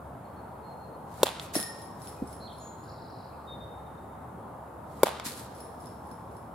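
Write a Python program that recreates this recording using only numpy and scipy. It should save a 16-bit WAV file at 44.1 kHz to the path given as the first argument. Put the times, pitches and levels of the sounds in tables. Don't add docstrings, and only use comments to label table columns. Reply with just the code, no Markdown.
import sys
import numpy as np
from scipy import signal
from scipy.fft import irfft
from scipy.io import wavfile
from scipy.ndimage import uniform_filter1d

SR = 44100
rng = np.random.default_rng(int(sys.argv[2]) if len(sys.argv) > 2 else 0)


def digitize_waveform(pressure):
    field = np.atleast_2d(pressure).T
    bounded = np.clip(field, -1, 1)
    quanta = np.round(bounded * 32767).astype(np.int16)
    wavfile.write(sys.argv[1], SR, quanta)


N = 288414

# [f/Hz, level/dB]
AIR_SPECTRUM = [(30, -25.5), (52, -16), (95, 1.5), (190, -2), (350, -7), (900, -3.5), (1300, -11.5),
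                (1800, -24), (2500, -33.5), (3800, -37.5), (5800, -44.5), (8000, -37.5), (11500, -35.5),
                (15500, -43.5)]
AIR_DB = -44
TRAFFIC_HZ, TRAFFIC_WIDTH_HZ, TRAFFIC_DB = 850, 220, 0.77
# [f/Hz, correlation/1]
AIR_LIKENESS = [(60, 0.97), (150, 0.98), (380, 0.83), (950, 0.49), (2380, 0.43), (5980, 0.34),
                (15000, 0.028)]

# [t/s, length/s, level/dB, f/Hz]
WHISTLES = [(.235, 0.073, -67, 4300), (.357, .074, -67, 4305), (.615, .15, -65, 4225),
            (0.766, 0.11, -64.5, 4240), (2.16, 0.044, -62, 2500), (2.24, .08, -59, 8100),
            (3.462, .12, -47.5, 3670)]
WHISTLE_SAG = 0.0092
# [t/s, length/s, level/dB, f/Hz, warble depth/Hz, warble rate/Hz]
BUZZES = [(2.391, .11, -51, 4234, 170, 183.5), (2.579, .18, -50.5, 6990, 270, 332),
          (3.32, .034, -66, 2490, 150, 120)]
BUZZ_SCOOP = 0.0244
# [t/s, length/s, level/dB, middle f/Hz, sweep interval/s, sweep length/s]
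TRILLS = [(2.467, .058, -53, 3550, .02, .022), (2.831, 0.46, -58.5, 4450, .0205, .019)]
ACCENT_AT_S, ACCENT_S, ACCENT_DB = 0.069, 0.03, 7.5
SWEEP_TOP, SWEEP_END = 1.33, 0.853

# [f/Hz, level/dB]
CLOTH_SPECTRUM = [(710, -33.5), (1200, -0.5), (1460, -3.5), (1610, -3), (2710, -8.5), (4000, -3),
                  (6100, -6.5), (7500, -3), (11600, -4), (16000, -17)]
STRIDE_LEAD_S, STRIDE_DB, STRIDE_S = 0.085, -66, 0.062
SLEEVES_LEAD_S, SLEEVES_DB, SLEEVES_RISE_S, SLEEVES_DECAY_S = 0.01, -14, 0.063, 0.034
GRAZE_AT_S, GRAZE_DB, GRAZE_RISE_S, GRAZE_DECAY_S = 1.44, -48, 0.023, 0.031
# [t/s, swish level/dB, recoil swish level/dB,
# strongest sway t/s, its knock level/dB, loss one sway later/dB]
CATCHES = [(1.551, -31.5, -55, 2.073, -50, 5.2), (5.259, -34.5, -46, 5.603, -54.5, 3.0)]
CATCH_RISE_S, CATCH_DECAY_S = 0.0082, 0.051
RECOIL_S, RECOIL_RISE_S, RECOIL_DECAY_S = 0.13, 0.017, 0.045
SWAY_S = .255
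SWAY_FADE_POWER = 1.2
SWAY_SWISH_DB, SWAY_RISE_S, SWAY_DECAY_S = -4.5, 0.059, 0.12

# [t/s, thump level/dB, thump f/Hz, crack level/dB, crack f/Hz,
# low barrel ring level/dB, echo level/dB, swing through the air level/dB]
HITS = [(1.2317, -2.5, 466, -8, 3450, -30, 0.5, -39.5), (5.0327, 0, 470, -11, 3500, -9, 2, -45.5)]
# [f/Hz, level/dB]
SNAP_SPECTRUM = [(900, -18.5), (2000, -8), (3600, -1), (5000, -0.5), (6000, -8), (7500, 2.5), (9000, -5.5),
                 (11000, 1.5), (13500, -6), (16000, -7)]
# [f/Hz, level/dB]
SNAP_ALL_ROUND = [(900, -26), (2000, -2.5), (3600, 3.5), (6000, -6.5), (11000, 1), (16000, -6.5)]
# [delay/s, level/dB, thin below f/Hz, left-right level/dB]
WALLS = [(.0056, -16, 350, 9), (.0078, -24, 160, 1), (.0358, -13.5, 550, -5), (.037, -17, 550, -7),
         (.0502, -23, 500, 2), (.058, -19.5, 700, -10), (.1655, -13.5, 1560, 1)]
WALL_DULL_HZ = 4960
RAILS_FROM_S, RAILS_TO_S, RAILS_DB, RAILS_THIN_HZ = .0245, 0.059, -21, 1500
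# [f/Hz, level/dB, t60/s]
YARD = [(150, -18.5, 0.54), (400, -7.5, 0.68), (750, -2, 0.74), (1490, 2, 1), (3600, -0.5, 1),
        (6000, -1, 0.88), (10000, -0.5, 0.43), (16000, -11, .3)]

# [t/s, level/dB, nominal f/Hz]
THUDS = [(1.5535, -14.5, 620), (1.5613, -18.5, 304), (1.592, -26, 653), (1.599, -25.5, 200),
         (2.2198, -17.5, 257), (5.262, -33.5, 255), (6.115, -33, 250)]
THUD_CYCLES, THUD_PUFF = 10.8, 0.53
REBOUND_S, REBOUND_DB = .0185, -11

# [f/Hz, level/dB, t60/s]
POLE_MODES = [(1836, -11, 0.7), (1862, -8, 0.7), (3220, -28, 0.9), (5160, -13, 0.6), (5250, -11.5, 0.61),
              (5330, 6.5, 0.029), (5354, -12.5, 0.64), (9975, -4.5, 0.45), (10060, -2.5, 0.37),
              (10250, -3, 0.44), (10400, 14.5, 0.0086), (10300, 0, 0.2), (10620, -7, 0.24), (10990, -9, .3)]
POLE_WAVER = 0.00247
# [t/s, level/dB, low modes level/dB, cord tick level/dB]
JERKS = [(1.554, -33.5, 0, -21.5), (1.601, -48, 1, -26.5), (1.628, -46, 10, -27)]
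JERK_RATTLE_S = .15
TOUCH_LEAD_S, TOUCH_DB = .054, -5.5
SWAY_LOW_DB, SWAY_TICK_DB, SWAY_RATTLE_S = -20, 9, 0.13

OVERLOAD = 1
EDGE_HZ = 15950


def amp(db):
    return 10 ** (np.asarray(db) / 20)


def evened(x):
    return x / np.sqrt(np.mean(x ** 2) + 1e-20)


def read(points, hz, axis=1):
    table = np.transpose(points)
    return np.interp(np.log(hz + 1), np.log(table[0] + 1), table[axis])


def seconds(length):
    return np.arange(int(length * SR)) / SR


def add(mix, s, sound):
    part = mix[..., max(round(s * SR), 0):][..., :sound.shape[-1]]
    part += sound[..., :part.shape[-1]]


def filtered(x, hz, kind, order=2):
    return signal.sosfilt(signal.butter(order, min(hz, .49 * SR), kind, fs=SR, output="sos"), x)


def coloured(x, points):
    log_gain = np.log(amp(read(points, abs(np.fft.fftfreq(2048, 1 / SR)))))
    taps = np.fft.ifft(np.exp(np.conj(signal.hilbert(log_gain)))).real
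    return signal.oaconvolve(x, taps[None] / np.linalg.norm(taps), axes=1)[:, :x.shape[1]]


def pair(size, likeness):
    a, b = rng.standard_normal((2, size))
    c = np.clip(likeness, -1, 1)
    return np.array([a, c * a + np.sqrt(1 - c ** 2) * b])


def pan(db):
    return amp([[db / 2], [-db / 2]])


def scatter(x, bands, onset):
    t = seconds(1.0)
    taps = pair(len(t), 0.49) * (rng.random(len(t)) < 7000 / SR)
    hz, age, z = signal.stft(taps, SR, nperseg=256)
    fade_db = -60 * age / read(bands, hz, axis=2)[:, None]
    tail = signal.istft(z * amp(read(bands, hz)[:, None] + fade_db), SR, nperseg=256)[1][:, :len(t)]
    late = np.maximum(t - onset, 0)
    tail *= np.clip(t / onset, 0, 1) ** 5
    tail *= 1 + 0.9 * np.exp(-late / 0.013)
    return signal.fftconvolve(x, tail / np.linalg.norm(tail[0]), axes=1)[:, :N]


def air():
    frames, hz = N // 512 + 5, np.fft.rfftfreq(2048, 1 / SR)
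    a, b, c, d, patches = rng.standard_normal((5, len(hz), frames))
    patches = uniform_filter1d(patches, 12, axis=0)
    patches_db = evened(uniform_filter1d(patches, 12, axis=1))
    same = np.clip(read(AIR_LIKENESS, hz), -1, 1)[:, None]
    left = a + 1j * b
    right = same * left + np.sqrt(1 - same ** 2) * (c + 1j * d)
    hump = np.exp(-((hz - TRAFFIC_HZ) / TRAFFIC_WIDTH_HZ) ** 2)
    colour_db = read(AIR_SPECTRUM, hz) + TRAFFIC_DB * hump
    z = np.array([left, right]) * amp(colour_db[:, None] + patches_db)
    wash = evened(signal.istft(z, nperseg=2048, noverlap=1536)[1][:, :N])
    drone_hz = 74 + 2.53 * evened(filtered(rng.standard_normal(N), 4.5, "low"))
    throb = 1 + .35 * evened(filtered(rng.standard_normal(N), 4.2, "low"))
    drone = np.sin(2 * np.pi * np.cumsum(drone_hz) / SR) * throb
    return amp(AIR_DB) * filtered(wash, 43, "high") * pan(0.36) + amp(-54.5) * drone


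def note(length, db, start_hz, middle_hz, end_hz, warble_hz, rate_hz):
    t = seconds(length)
    hz = np.polyval(np.polyfit([0, .5, 1], [start_hz, middle_hz, end_hz], 2), t / length)
    hz += warble_hz * np.sin(2 * np.pi * rate_hz * t)
    hz += 18 * evened(uniform_filter1d(rng.standard_normal(len(t)), 120))
    return amp(db) * signal.windows.tukey(len(t), .55) * np.sin(2 * np.pi * np.cumsum(hz) / SR)


def birds():
    song = np.zeros((2, N))
    for s, length, db, hz in WHISTLES:
        add(song, s, note(length, db, hz * (1 + WHISTLE_SAG), hz, hz * (1 - WHISTLE_SAG), 0, 0))
    for s, length, db, hz, *warble in BUZZES:
        add(song, s, note(length, db, hz * (1 - BUZZ_SCOOP), hz, hz, *warble))
    for s, length, db, middle_hz, every_s, sweep_s in TRILLS:
        ages = np.arange(0, length, every_s)
        for age, (late, louder, higher) in zip(ages, rng.standard_normal((40, 3))):
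            hz = middle_hz * (1 + 0.0254 * higher)
            accent_db = ACCENT_DB * np.exp(-((age - ACCENT_AT_S) / ACCENT_S) ** 2)
            fade_db = -6 * abs((2 * age + sweep_s) / length - 1) ** 6
            sweep_db = db + accent_db + fade_db + 1.1 * louder
            sweep = note(sweep_s, sweep_db, hz * SWEEP_TOP, hz, hz * SWEEP_END, 0, 0)
            add(song, s + age + .0014 * late, sweep)
    nearby = scatter(song, [(2000, 0, 0.16), (8000, 0, 0.068)], onset=0.0038)
    woods = scatter(song, [(1980, 0, 1.1), (4000, 0, 1.55), (8140, 0, 0.63)], onset=0.026)
    return amp(-2.5) * song + amp(-8) * nearby + amp(-6.5) * woods


def swell(s, db, rise, decay):
    t = np.arange(N) / SR - s
    return amp(db) ** 2 * np.exp(-np.where(t < 0, (t / rise) ** 2, 2 * t / decay))


def sways():
    return [(s + k * SWAY_S, db - loss_db * abs(k) ** SWAY_FADE_POWER)
            for *_, s, db, loss_db in CATCHES for k in range(-1, 4)]


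def knocks():
    light = sways() + [(s - TOUCH_LEAD_S, db + TOUCH_DB) for s, db in sways()]
    jerks = [(*jerk, JERK_RATTLE_S) for jerk in JERKS]
    return jerks + [(s, db, SWAY_LOW_DB, db + SWAY_TICK_DB, SWAY_RATTLE_S) for s, db in light]


def swishes():
    power, ticks = swell(GRAZE_AT_S, GRAZE_DB, GRAZE_RISE_S, GRAZE_DECAY_S), np.zeros((2, N))
    for s, *_, swing_db in HITS:
        power += swell(s - STRIDE_LEAD_S, STRIDE_DB, STRIDE_S, STRIDE_S)
        power += swell(s - SLEEVES_LEAD_S, swing_db + SLEEVES_DB, SLEEVES_RISE_S, SLEEVES_DECAY_S)
    for s, db, recoil_db, *_ in CATCHES:
        power += swell(s, db, CATCH_RISE_S, CATCH_DECAY_S)
        power += swell(s + RECOIL_S, recoil_db, RECOIL_RISE_S, RECOIL_DECAY_S)
    for s, db in sways():
        power += swell(s, db + SWAY_SWISH_DB, SWAY_RISE_S, SWAY_DECAY_S)
    grain = amp(2.0 * evened(uniform_filter1d(rng.standard_normal(N), 70)))
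    age = seconds(.02)
    for s, _, _, tick_db, _ in knocks():
        add(ticks, s, amp(tick_db) * np.exp(-age / 0.0012) * pair(len(age), 0.17))
    return coloured(pair(N, 0.24) * np.sqrt(power) * grain + ticks, CLOTH_SPECTRUM)


def whoosh(db):
    t = seconds(.16) - .1
    wind = evened(filtered(filtered(pair(len(t), 0.95), 650, "low"), 190, "high"))
    return amp(db) * wind * np.exp(-((t + 0.0072) / 0.024) ** 2)


def crack(thump_db, thump_hz, crack_db, crack_hz, ring_db):
    t = seconds(.05)
    pulse = np.exp(-t / 0.00068) * np.cos(2 * np.pi * thump_hz * t)
    pulse = filtered(filtered(pulse, 1275, "low", order=3), 230, "high")
    thump = amp(thump_db) * 0.65 * pulse / abs(pulse).max() * pan(1.1)
    grit = pair(len(t), 0.31)
    grit /= np.sqrt(uniform_filter1d(grit ** 2, 16, axis=1))
    snap_decay = np.exp(-t / 0.00036) + amp(-12.5) * np.exp(-t / 0.0056)
    snap = coloured(grit * snap_decay, SNAP_SPECTRUM)
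    barrel = amp(-8) * np.exp(-t / 0.0012) * np.sin(2 * np.pi * crack_hz * t)
    barrel += amp(ring_db) * np.exp(-t / 0.0021) * np.sin(2 * np.pi * 2230 * t)
    all_round = coloured(amp(15.5) * signal.unit_impulse(len(t))[None], SNAP_ALL_ROUND)
    return thump, amp(crack_db) * (snap + barrel), amp(crack_db) * all_round


def flex(db):
    t = seconds(.05)
    envelope = np.exp(-t / 0.0043) * (1 - np.exp(-t / 0.00095))
    return amp(db - 17) * envelope * -np.sin(2 * np.pi * 275 * t)


def bat():
    near, aimed, spread = np.zeros((3, 2, N))
    for s, *blow, echo_db, swing_db in HITS:
        thump, snap, all_round = crack(*blow)
        add(near, s - .1, whoosh(swing_db))
        add(near, s, thump + snap + flex(blow[0]))
        add(near, s + 0.00191, amp(-0.5) * filtered(thump, 1640, "low", order=1))
        add(near, s + .0022, amp(-4.5) * snap)
        add(aimed, s, amp(echo_db) * (thump + snap))
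        add(spread, s, amp(echo_db) * (thump + all_round))
    dulled = filtered(aimed, WALL_DULL_HZ, "low")
    for delay, db, thin_hz, side_db in WALLS:
        add(near, delay, amp(db) * pan(side_db) * filtered(dulled, thin_hz, "high"))
    thinned = amp(RAILS_DB) * filtered(aimed, RAILS_THIN_HZ, "high")
    count = 6
    delays = np.linspace(RAILS_FROM_S, RAILS_TO_S, count)
    for delay, (late, side) in zip(delays, rng.standard_normal((count, 2))):
        add(near, delay + .0008 * late, pan(3 + 2.5 * side) * thinned / np.sqrt(count))
    return near + amp(-13.5) * scatter(spread, YARD, onset=0.029)


def thuds():
    out, t = np.zeros((2, N)), seconds(.2)
    rebounds = [(s + REBOUND_S, db + REBOUND_DB, hz) for s, db, hz in THUDS]
    for s, db, hz in THUDS + rebounds:
        push = -np.sin(2 * np.pi * hz * np.cumsum(0.894 + 0.15 * np.exp(-t / 0.014)) / SR)
        puff = filtered(pair(len(t), 0.56), hz * 1.35, "low", order=3)
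        puff = evened(filtered(puff, hz / 2, "high"))
        envelope = amp(db - 60 * t * hz / THUD_CYCLES) * (1 - np.exp(-t * hz * 3)) ** 2
        add(out, s, envelope * (push + THUD_PUFF * puff))
    return out


def pole():
    t, age, out = np.arange(N) / SR, seconds(.4), np.zeros((2, N))
    high, low = np.zeros((2, N))
    for s, db, low_db, _, rattle_t60 in knocks():
        blows = rng.standard_normal(len(age)) * (rng.random(len(age)) < 600 / SR)
        blows *= amp(-60 * age / rattle_t60)
        blows[0] = 1
        blows *= amp(db) / np.linalg.norm(blows)
        add(high, s, blows)
        add(low, s, amp(db + low_db) * np.ones(1))
    for hz, mode_db, t60 in POLE_MODES:
        waver = np.interp(t, np.linspace(0, t[-1], 600), rng.standard_normal(600))
        mode_hz = hz * (1 + POLE_WAVER * np.sqrt(hz / 1000) * waver)
        turn = np.exp(2j * np.pi * np.cumsum(mode_hz) / SR)
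        force = low if hz < 2500 else high
        ring = turn * signal.lfilter([1], [1, -amp(-60 / (t60 * SR))], force * turn.conj())
        out += amp(mode_db) * (ring * np.exp(1j * rng.normal(0, 1.0, (2, 1)))).real
    return out


def scene():
    background = air() + birds()
    cage = swishes() + thuds() + pole()
    return background + bat() + cage + amp(-14) * scatter(cage, YARD, onset=0.034)


def ports(x):
    hz = np.fft.rfftfreq(2048, 1 / SR)
    lead = read([(3500, 0.011), (5500, 0.59), (8000, 2.0), (10500, 0.47), (16000, 0.039)], hz)
    taps = np.roll(irfft(np.exp(.5j * np.array([lead, -lead]))), 128, axis=1)[:, :257]
    return signal.oaconvolve(x, taps, "same", axes=1)


def record(dry):
    rounded = OVERLOAD * np.tanh(ports(dry) / OVERLOAD)
    band_limit = signal.firwin(301, EDGE_HZ, window=("kaiser", 8), fs=SR)
    return signal.oaconvolve(rounded, band_limit[None], "same")


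dry = scene()
out = record(dry)
digitize_waveform(out)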